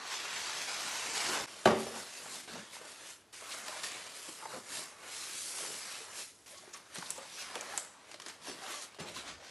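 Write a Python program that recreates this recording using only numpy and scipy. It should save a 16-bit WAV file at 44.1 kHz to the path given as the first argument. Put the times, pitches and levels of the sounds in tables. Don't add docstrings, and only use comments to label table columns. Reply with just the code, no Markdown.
import sys
import numpy as np
from scipy import signal
from scipy.fft import rfft, irfft
from scipy.io import wavfile
from scipy.ndimage import uniform_filter1d

SR = 44100
rng = np.random.default_rng(int(sys.argv[2]) if len(sys.argv) > 2 else 0)


def int16_out(signal):
    q = np.round(np.clip(np.atleast_2d(signal).T, -1, 1) * 32767)
    wavfile.write(sys.argv[1], SR, q.astype(np.int16))


def decibels_to_gain(level_db):
    exponent = np.asarray(level_db, float) / 20
    return 10 ** exponent


N = 418950

BORDERS_HZ = [450, 1600, 5000]
# [pitch_hz, level_db per Hz]
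ON_CARD = [(24, -56), (60, -17.5), (290, -11), (435, -7), (514, -8), (1000, 0), (1240, -2.5), (2150, -0.5),
           (3000, -2), (7800, -1.5), (8200, -4.5), (11700, -8.5), (22000, -32)]
# [pitch_hz, level_db per Hz]
ON_FOAM = [(24, -100), (40, -49), (80, -19), (112, -12), (245, 5.5), (283, -19), (327, 0), (579, -2.5),
           (735, 0.5), (9010, 4.5), (10900, 3.5), (12000, -1.5), (15600, -48), (22000, -120)]
# [pitch_hz, width_hz, level_db]
RUB_MODES = [(217, 38, 1), (400, 36, -19), (592, 23, 15.5), (806, 61, 1), (1140, 110, 3), (1340, 23, 18),
             (2060, 55, -21.5), (4930, 550, -43)]
EDITS_S = [
    1.461,
    2.474,
    3.325,
    6.457,
    8.981,
]
FADE_IN_S = [0.016, .003, 0.0056, 0.0045, 0.0064]
# [time_s, scrape_db, weight_on_worktop_db]
SLIDE = [
    (0.0, -53.5, 13.5),
    (0.134, -42.5, -2),
    (0.276, -46.5, 4),
    (0.36, -43, -0.5),
    (1.13, -44, 3),
    (1.166, -40, -0.5),
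    (1.35, -41, 12.5),
    (1.442, -49, 15.5),
    (1.46, -55, 16),
]
# [peak_s, rise_s, fall_s, scrape_db, brightness_db]
RUBS = [(1.54, 0.52, 1, -56, -1.5), (1.8, 0.066, 0.26, -52, 1), (1.99, 0.11, 0.098, -52.5, 2.5),
        (2.16, 0.27, 0.42, -53, -1), (2.34, 0.1, 0.17, -50.5, 1.5), (2.52, 0.84, 0.38, -53, -5.5),
        (2.74, .031, 0.11, -53, 0.5), (2.88, 0.099, 0.23, -56.5, 1.5), (3.1, 0.16, 0.12, -56, 2),
        (3.42, 0.66, 0.071, -54.5, -1.5), (3.54, 0.15, 0.24, -49, -2), (3.69, 0.055, 0.98, -50, -3),
        (3.837, 0.0075, 0.092, -45.5, 0), (3.95, .13, 0.092, -58, -17), (4.17, 0.054, 0.75, -57, 4.5),
        (4.28, 0.068, 0.1, -55, -3.5), (4.55, 0.12, 0.12, -59.5, 4.5), (4.75, 0.11, 0.19, -47, 2),
        (5.17, .19, 0.6, -48, -0.5), (5.39, 0.076, 1, -59.5, 14.5), (5.61, .27, 0.3, -53.5, 6.5),
        (5.97, 1, 0.18, -50.5, -6), (6.19, 0.082, 0.13, -49.5, 3),
        (6.49, 0.23, 0.43, -60, 0.5), (6.74, 0.014, 0.12, -55.5, -4), (6.96, 0.043, 0.12, -51, -2.5),
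           (7.11, 0.27, 0.12, -53, -1), (7.16, .02, .96, -57.5, -6), (7.41, 0.2, .14, -49, -4),
           (7.56, .12, 0.33, -60.5, 4), (7.78, 0.2, 0.14, -55.5, 3), (8.14, 0.16, 0.054, -58, -7),
           (8.28, 0.13, 0.14, -57.5, -5), (8.48, 0.079, 0.13, -48, -5.5), (8.74, 0.22, 0.14, -50.5, 0.5),
           (8.83, 0.043, 0.064, -52.5, 3), (8.95, 0.16, 0.37, -62.5, -13), (9.0, 0.017, 0.067, -49, -9.5),
           (9.09, 0.062, 0.057, -50, -12), (9.17, 0.075, 0.13, -48, -8), (9.29, 0.074, 0.1, -47.5, -19),
           (9.47, 0.13, 0.27, -54, -19)]
# [peak_s, rise_s, fall_s, block_db, weight_db]
DRAGS = [(1.55, .3, 0.64, -56, -10), (1.95, 0.11, 0.21, -52, -7), (2.27, 0.18, 0.37, -59, -2.5),
         (2.56, 0.97, 0.15, -54.5, -1.5), (2.83, 0.15, 0.25, -54.5, -10), (3.04, 0.15, 0.18, -57.5, -18),
         (3.44, 0.058, 1, -55, -24), (3.73, 0.21, 0.53, -53.5, -31), (3.95, .07, 0.69, -58.5, -9.5),
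         (4.45, 0.17, .066, -57, -20), (4.56, 0.14, 0.08, -51.5, -6.5), (4.82, 0.57, 0.31, -56, -14),
         (5.07, 0.13, 0.067, -53, -9), (5.63, 0.12, 0.31, -54.5, -8.5), (6.11, 0.17, 0.14, -53.5, -30),
         (6.68, 0.32, 0.82, -64.5, -8.5), (6.99, 0.061, 0.19, -67, 7.5), (7.2, 0.067, 0.11, -53, -12),
         (7.57, 0.24, 0.37, -49, -13.5), (7.73, 0.13, 0.17, -50.5, -11), (8.29, 1, 0.23, -63, -5.5),
         (8.5, 0.15, 0.12, -62, 1.5), (8.69, 0.24, 0.25, -50, -17), (8.99, 0.027, 0.45, -55, 2)]
# [start_s, length_s, centre_hz, relative_half_width (ratio), level_db]
SHEENS = [(1.474, 0.021, 1500, 0.97, -49.5), (1.24, 0.15, 390, 0.11, -49), (5.3, 0.38, 4600, .06, -55),
          (5.48, .18, 7900, .05, -57), (6.725, 0.031, 6100, 0.15, -47), (6.76, 0.026, 8900, 0.33, -56),
          (6.48, .07, 9300, .2, -56), (6.565, .03, 5500, .3, -53), (6.938, 0.031, 8300, 0.11, -47),
          (7.785, .03, 8000, 0.11, -44), (7.11, .035, 8400, .1, -60), (7.172, 0.014, 7000, .12, -48),
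          (7.05, .03, 3700, .2, -49.5), (8.69, 0.18, 5800, .06, -55), (11, 0.13, 3900, .05, -62),
          (13, 0.091, 1900, .1, -53), (6.5, .07, 570, .1, -59.5), (10, .05, 850, .15, -50),
          (9.21, .13, 880, 0.24, -58), (9.0, 0.095, 350, 1, -52), (3.5, 0.045, 3300, .5, -43),
          (9.34, 0.15, 620, 0.43, -58.5), (9.26, 0.097, 240, 0.36, -59)]
# [start_s, length_s, pitch_hz, level_db]
HOOTS = [(2.489, 0.14, 218.6, -54.5), (3.751, 0.063, 616, -54), (3.836, 0.014, 1840, -42),
         (3.85, 0.02, 2590, -50), (5.679, 0.04, 427, -59), (6.536, 0.073, 1114, -61),
         (6.634, 0.009, 625, -55), (8.475, 0.03, 5370, -53), (8.607, 0.083, 772, -54),
         (8.62, 0.13, 1340, -56), (8.742, 0.072, 592, -57), (8.68, 0.097, 1140, -54),
         (5.986, 0.063, 447, -57.5), (9.003, 0.49, 70, -67.5), (9.158, 0.018, 1038, -47.5),
         (4.415, 0.037, 1440, -59)]
# [start_s, peak_db]
DROPS = [
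    (1.6556, -11.5),
    (1.671, -10.5),
    (1.705, -17.5),
    (1.864, -31.5),
    (1.959, -34.5),
]
# [pitch_hz, level_db, t60_s]
LANDING_MODES = [(154, -16, 0.12), (221, 2, 0.2), (282, -7.5, 0.17), (380, 7, 0.19), (426, 1, 0.075),
                 (508, -14, 0.16), (590.5, 4, 0.21), (700, -18, 0.097), (750, -16, 0.093), (786, 4.5, 0.18),
                 (924, -5, 0.16), (1030, -6, 0.16), (1153, -4, 0.16), (1240, -4, 0.145), (1400, -17, 0.1),
                 (1570, -20, 0.09), (1995, -15, .12), (2900, -13, 0.14)]
# [pitch_hz, level_db, t60_s]
CORNER = [(670, 6, 0.014), (1570, 0.5, 0.011), (3030, -12, 0.02), (3940, -16, 0.024)]
# [start_s, peak_db, ring_hz, low_tick_db against the peak, t60_s]
SNAPS = [(3.681, -29, 4640, 8, 0.026), (3.834, -22.5, 4340, 0.5, 0.037), (3.9183, -28, 7380, -30, 0.04),
         (4.518, -37, 4590, -9, 0.04), (6.7345, -35.5, 6300, -5.5, 0.06), (6.9562, -27, 4250, 0.5, 0.035),
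         (6.9647, -34, 3220, 5, 0.03), (6.9725, -33.5, 3400, 2, 0.03), (6.9842, -23.5, 6600, -14, 0.035),
         (7.5445, -38, 6000, -8, 0.04), (7.1046, -13, 8200, -13.5, 0.045), (7.554, -22.5, 7600, 3.5, 0.028),
         (7.6098, -19.5, 6800, -14, 0.03), (7.7762, -10.5, 7640, -11.5, 0.047),
         (8.1138, -35, 7040, 4.5, 0.032), (8.1418, -37, 4220, 10, 0.022), (8.199, -32, 5160, 4.5, 0.032),
         (8.2191, -30, 6300, 1, 0.036), (8.2617, -26, 5000, -0.5, 0.035), (8.283, -26.5, 6840, -4, 0.13),
         (8.2962, -36, 5050, 7.5, 0.053), (8.9455, -43, 4060, 2, 0.04), (9.002, -38, 4970, 4, 0.046),
         (9.164, -31, 4400, -1, 0.043), (9.447, -42, 4400, 4, 0.058)]
# [start_s, peak_db, pitch_hz, t60_s]
KNOCKS = [(2.259, -38, 804, 0.08), (2.556, -29, 910, 0.06), (2.55, -40, 227, 0.19),
          (3.42, -30.5, 658, 0.056), (3.679, -33, 633, 0.13), (3.833, -34, 1165, 0.076),
          (4.285, -32.5, 325, 0.073), (4.42, -32, 871, 0.14), (4.455, -43, 2200, 0.033),
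          (4.535, -34.5, 520, 0.12), (4.4545, -24, 890, 0.049), (4.545, -38, 511, 0.1),
          (4.563, -36, 239, 0.13), (6.742, -35, 1140, 0.084), (6.974, -43, 350, 0.032),
          (6.982, -31, 199, 0.045), (6.966, -30, 1400, 0.026), (7.036, -37, 900, 0.04),
          (7.022, -26, 1040, 0.039), (7.179, -33.5, 532, 0.12), (7.373, -38, 1490, 0.09),
          (7.558, -21, 546, 0.057), (7.553, -28, 1300, 0.028), (7.553, -30, 2610, 0.02),
          (7.583, -38, 555, 0.055), (7.623, -31, 1180, 0.032), (7.099, -32, 1700, 0.025),
          (7.735, -23.5, 822, 0.061), (8.14, -36, 580, 0.064), (8.261, -37.5, 332, 0.1),
          (8.483, -37, 326, 0.16), (8.986, -28, 420, 0.065), (9.001, -28.5, 171, 0.11),
          (9.168, -37, 266, 0.086), (9.234, -37, 685, 0.05)]
# [start_s, peak_db, pitch_hz]
TAPS = [(2.257, -37, 1500), (2.2615, -40, 744), (2.354, -42, 900), (2.555, -37.5, 700), (2.733, -40, 2260),
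        (2.753, -44, 910), (2.767, -37, 956), (2.813, -40.5, 472), (7.736, -34, 850), (5.507, -45, 900),
        (5.539, -41, 1000), (5.571, -43, 940), (5.587, -37, 980), (5.607, -40, 600), (4.4554, -34, 895),
        (5.638, -38.5, 466), (5.65, -37, 950), (5.671, -43, 477), (5.704, -42, 428), (6.084, -40, 960),
        (6.677, -45, 380), (7.025, -33, 1500), (7.028, -37, 990), (8.472, -40, 750), (8.483, -38, 413),
        (8.497, -35, 335), (8.946, -48, 1080), (8.965, -48, 660), (9.018, -44, 300), (9.057, -44, 400),
        (9.286, -42, 890)]
# [pitch_hz, t60_s]
ROOM = [(150, 0.56), (400, 0.55), (1040, 0.44), (1600, 0.49), (2760, 0.68), (7280, 0.5)]
# [pitch_hz, level_db per Hz]
AIR = [(18, -49), (30, -38), (59, -3), (102, 3.5), (146, -3), (333, 2), (2730, -7.5), (4080, -9),
       (12000, -16.5), (15600, -65), (22000, -120)]
BAND_EDGES_HZ = [55, 11780, 12250]

BOX_GONE_S = 1.461
SLIDE_RUMBLE_DB, SLIDE_BLOCK_DB, BLOCK_PER_WEIGHT = -17, -6.5, 0.61
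SLIDE_HISS_DB, HISS_GAIN_DB_PER_S = -9, 6
STROKE_DB, STROKE_BEND = 20, 1.5
RUB_RUMBLE_DB, RUB_BLOCK_DB, DRAG_SCRAPE_DB = -17, -8.5, -10.5
PIN_CYCLES, TAP_CYCLES = 17, 9.7
AIR_DB = -65


def evened(x):
    return x / np.sqrt(np.mean(x ** 2) + 1e-20)


def read(points, hz):
    f, value = np.transpose(points)
    return np.interp(np.log(hz + 1), np.log(f + 1), value)


def add(mix, s, sound):
    part = mix[round(s * SR):][:len(sound)]
    part += sound[:len(part)]


def swelling(rise_s, count):
    return 1 - np.exp(-np.arange(count) / SR / rise_s)


def ring(hz, t60, rise_s, count):
    t = np.arange(count) / SR
    return decibels_to_gain(-60 * t / t60) * np.sin(2 * np.pi * hz * t) * swelling(rise_s, count)


def puff(hz, width, t60, count, order=1):
    edges = np.clip([hz / (1 + width), hz * (1 + width)], 40, 0.45 * SR)
    noise = signal.lfilter(*signal.butter(order, edges, "band", fs=SR), rng.standard_normal(count))
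    burst = noise * decibels_to_gain(-60 * np.arange(count) / SR / t60)
    return burst / abs(burst).max()


def patches(shape, bins, frames):
    field = rng.standard_normal(shape[::-1]).T
    return evened(uniform_filter1d(uniform_filter1d(field, bins, 0), frames, 1))


def rubbing():
    drive = slips(per_s=1500, spread_db=2.2, tail_s=0.015) + 1.25 * rng.standard_normal(N)
    hz, t, z = signal.stft(drive, SR, nperseg=512, noverlap=384)
    hollow = sum(decibels_to_gain(db) / (1 + (2 * (hz - f) / width) ** 2) for f, width, db in RUB_MODES)
    on_card = decibels_to_gain(read(ON_CARD, hz))
    on_foam = decibels_to_gain(read(ON_FOAM, hz)) * (1 + 0.23 * hollow)
    colour = np.where(t < BOX_GONE_S, on_card[:, None], on_foam[:, None])
    wander_db = 0.95 * patches(z.shape, bins=6, frames=16)
    wander_db += 0.51 * patches((1, len(t)), bins=1, frames=6)
    wander_db += 2.3 * patches(z.shape, bins=1, frames=40)
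    wander_db += 0.6 * patches(z.shape, bins=14, frames=120)
    above = [1 / (1 + (edge / (hz + 1)) ** 6) for edge in BORDERS_HZ]
    shares = [above[1] - above[2], 1 - above[0], above[0] - above[1], above[2]]
    out = np.zeros(N)
    for share, gain in zip(shares, pressure()):
        band = colour * np.sqrt(np.maximum(share, 0))[:, None]
        band = band / np.sqrt((band ** 2).mean(0))
        layer = signal.istft(z * band * decibels_to_gain(wander_db), SR, nperseg=512, noverlap=384)[1][:N]
        out += evened(layer) * gain
    return out


def slips(per_s, spread_db, tail_s):
    size = decibels_to_gain(spread_db * np.minimum(rng.exponential(1, N), 5))
    size = size * (rng.random(N) < per_s / SR)
    tail = decibels_to_gain(-60 * np.arange(3000) / SR / tail_s)
    power = abs(signal.oaconvolve(size ** 2, tail ** 2)[:N])
    return evened(np.sqrt(power) * rng.standard_normal(N))


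def pressure():
    t = np.arange(0, N / SR + 0.002, 0.002)
    s, db, weight_db = np.transpose(SLIDE)
    scrape_db = np.interp(t, s, db)
    weight_db = np.interp(t, s, weight_db)
    slide = decibels_to_gain([scrape_db,
                 scrape_db + SLIDE_RUMBLE_DB + weight_db,
                 scrape_db + SLIDE_BLOCK_DB + BLOCK_PER_WEIGHT * weight_db,
                 scrape_db + SLIDE_HISS_DB + HISS_GAIN_DB_PER_S * t])
    rub, hiss = strokes(RUBS, t)
    drag, rumble = strokes(DRAGS, t)
    hands = np.sqrt([rub + drag * decibels_to_gain(DRAG_SCRAPE_DB) ** 2,
                     rumble + rub * decibels_to_gain(RUB_RUMBLE_DB) ** 2,
                     drag + rub * decibels_to_gain(RUB_BLOCK_DB) ** 2,
                     hiss])
    gains = np.where(t < BOX_GONE_S, slide, hands)
    return [np.interp(np.arange(N) / SR, t, gain) for gain in gains]


def strokes(rows, t):
    peak, rise, fall, db, colour_db = np.transpose(rows)[:, :, None]
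    away = np.where(t < peak, (peak - t) / rise, (t - peak) / fall)
    same_shot = np.searchsorted(EDITS_S, peak) == np.searchsorted(EDITS_S, t)
    power = same_shot * decibels_to_gain(db - STROKE_DB * away ** STROKE_BEND) ** 2
    return power.sum(0), (power * decibels_to_gain(colour_db) ** 2).sum(0)


def sheens():
    out = np.zeros(N)
    for s, length, hz, width, db in SHEENS:
        edges = [hz / (1 + width), min(hz * (1 + width), 0.45 * SR)]
        band = signal.butter(2, edges, "band", fs=SR, output="sos")
        hiss = signal.sosfilt(band, rng.standard_normal(24000))[:round(length * SR)]
        add(out, s, decibels_to_gain(db) * evened(hiss) * np.hanning(len(hiss)))
    return out


def hoots():
    out = np.zeros(N)
    for s, length, hz, db in HOOTS:
        wander = uniform_filter1d(rng.standard_normal((24000, 2)), 500, 0)[:round(length * SR)]
        turn = 2 * np.pi * hz * np.arange(len(wander)) / SR
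        tone = (0.061 + wander[:, 0]) * np.cos(turn) + wander[:, 1] * np.sin(turn)
        add(out, s, decibels_to_gain(db) * evened(tone) * signal.windows.tukey(len(turn), 0.6))
    return out


def corner_blow():
    out = np.zeros(N)
    first_s = DROPS[0][0]
    blow = sum(decibels_to_gain(db) * ring(hz, t60, 0.0032, count=3000) for hz, db, t60 in CORNER)
    add(out, first_s + 0.0012, decibels_to_gain(-8) * blow / abs(blow).max())
    soft_start = signal.windows.tukey(8000, 0.06)[:4000]
    add(out, first_s - 0.003, decibels_to_gain(-15) * puff(2000, 0.74, 0.034, count=4000) * soft_start)
    return out


def box_drop():
    out = np.zeros(N)
    count = 16000
    for s, db in DROPS:
        late = rng.integers(0, 200, len(LANDING_MODES))
        modes = np.zeros(count)
        for (hz, mode_db, t60), delay in zip(LANDING_MODES, late):
            modes += np.roll(decibels_to_gain(mode_db) * ring(hz, 0.35 * t60, 0.0068, count), delay)
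        slap = 0.62 * puff(664, 0.83, 0.11, count, order=2)
        slap += 0.15 * puff(1900, 0.69, 0.06, count)
        slap += 0.17 * puff(4000, 0.33, 0.085, count)
        thump = 0.23 * puff(196, 1.0, 0.16, count)
        landing = 0.59 * modes / abs(modes).max() + swelling(0.0017, count) * (slap + thump)
        add(out, s, decibels_to_gain(db) * landing)
    return out


def snaps():
    out = np.zeros(N)
    for s, db, hz, low_db, t60 in SNAPS:
        pin = ring(hz, PIN_CYCLES / hz, 0.00017, count=4000)
        crack = pin / abs(pin).max()
        crack += 0.63 * puff(hz, 0.26, 0.57 * t60, count=4000, order=2)
        crack += 0.15 * puff(4500, 2.2, 0.3 * t60, count=4000)
        fizz = 0.13 * puff(hz, 0.31, 1.8 * t60, count=4000, order=2)
        add(out, s + 0.0004, decibels_to_gain(db - 8) * (crack + fizz))
        add(out, s + 0.00119, decibels_to_gain(db - 6.5 + low_db) * puff(1380, 1.8, t60, count=4000))
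    return out


def knocks():
    out = np.zeros(N)
    for s, db, hz, t60 in KNOCKS:
        note = ring(hz, t60, 0.0062, count=9000)
        note += 0.5 * ring(1.6 * hz, 0.48 * t60, 0.002, count=9000)
        dull = swelling(0.0025, 9000) * puff(hz, 0.19, t60, count=9000)
        add(out, s, decibels_to_gain(db - 3.5) * (0.55 * note + 0.54 * dull))
    return out


def taps():
    out = np.zeros(N)
    for s, db, hz in TAPS:
        t60 = TAP_CYCLES / hz
        note = ring(hz, t60, 0.001, count=3000)
        note += 0.65 * ring(2.12 * hz, 0.62 * t60, 0.00086, count=3000)
        grain = 0.22 * puff(1.6 * hz, 1.4, 0.018, count=3000)
        add(out, s, decibels_to_gain(db) * (note / abs(note).max() + grain))
    return out


def room(x):
    echoes = np.zeros(SR)
    at = np.arange(300, SR - 20, 20)
    echoes[at + rng.integers(0, 20, len(at))] = rng.choice([-1.0, 1.0], len(at))
    hz, t, z = signal.stft(echoes, SR, nperseg=256)
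    decay = decibels_to_gain(-60 * t / read(ROOM, hz)[:, None])
    tail = signal.istft(z * decay, SR, nperseg=256)[1]
    return signal.fftconvolve(x, tail / np.linalg.norm(tail))[:N]


def air():
    hz = np.fft.rfftfreq(N, 1 / SR)
    spectrum = rfft(rng.standard_normal(N)) * decibels_to_gain(read(AIR, hz))
    return decibels_to_gain(AIR_DB) * evened(irfft(spectrum, N))


def scene():
    foam = rubbing() + sheens()
    drop, corner = box_drop(), corner_blow()
    small = snaps() + knocks() + hoots() + taps()
    echoes = room(decibels_to_gain(-4.5) * drop + decibels_to_gain(-15) * corner + decibels_to_gain(-9.5) * small)
    mono = foam + drop + corner + small + echoes + air()
    return np.array([mono, mono])


def filled_bands(mono):
    hz, t, z = signal.stft(mono, SR, nperseg=2048, noverlap=1024)
    when, low, wide = rng.random((len(t), 3)).T
    low_hz = 4100 + 4500 * low
    wide_hz = 1300 + 1000 * wide ** 2
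    chosen = (when < 0.075) & (hz[:, None] > low_hz) & (hz[:, None] < low_hz + wide_hz)
    level = np.sqrt(abs(uniform_filter1d(abs(z) ** 2, 30, 0)))
    noise = chosen * level * np.exp(2j * np.pi * rng.random(z.shape))
    return signal.istft(noise, SR, nperseg=2048, noverlap=1024)[1][:N]


def low_pass(x):
    return signal.sosfilt(signal.butter(12, 12710, fs=SR, output="sos"), x)


def record(dry):
    low_cut, usual_top, wide_top = BAND_EDGES_HZ
    mono = signal.sosfilt(signal.butter(3, low_cut, "high", fs=SR, output="sos"), dry[0])
    for s, fade in zip(EDITS_S, FADE_IN_S):
        since = np.arange(N) / SR - s
        mono = mono * np.where(since < 0, 1, np.clip(since / fade, 0.1, 1))
    usual, wide = [signal.oaconvolve(mono, signal.firwin(401, top, window=("kaiser", 7), fs=SR), "same")
                   for top in (usual_top, wide_top)]
    opened = np.repeat(rng.random(N // 2048 + 1) < 0.2, 2048)[:N]
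    for s, db, *_ in SNAPS:
        add(opened, s - 0.004, np.full(1024, db > -20))
    mono = usual + uniform_filter1d(1.0 * opened, 600) * (wide - usual)
    side = decibels_to_gain(1.5) * filled_bands(mono)
    return low_pass(np.array([mono + side, mono - side]))


dry = scene()
out = record(dry)
int16_out(out)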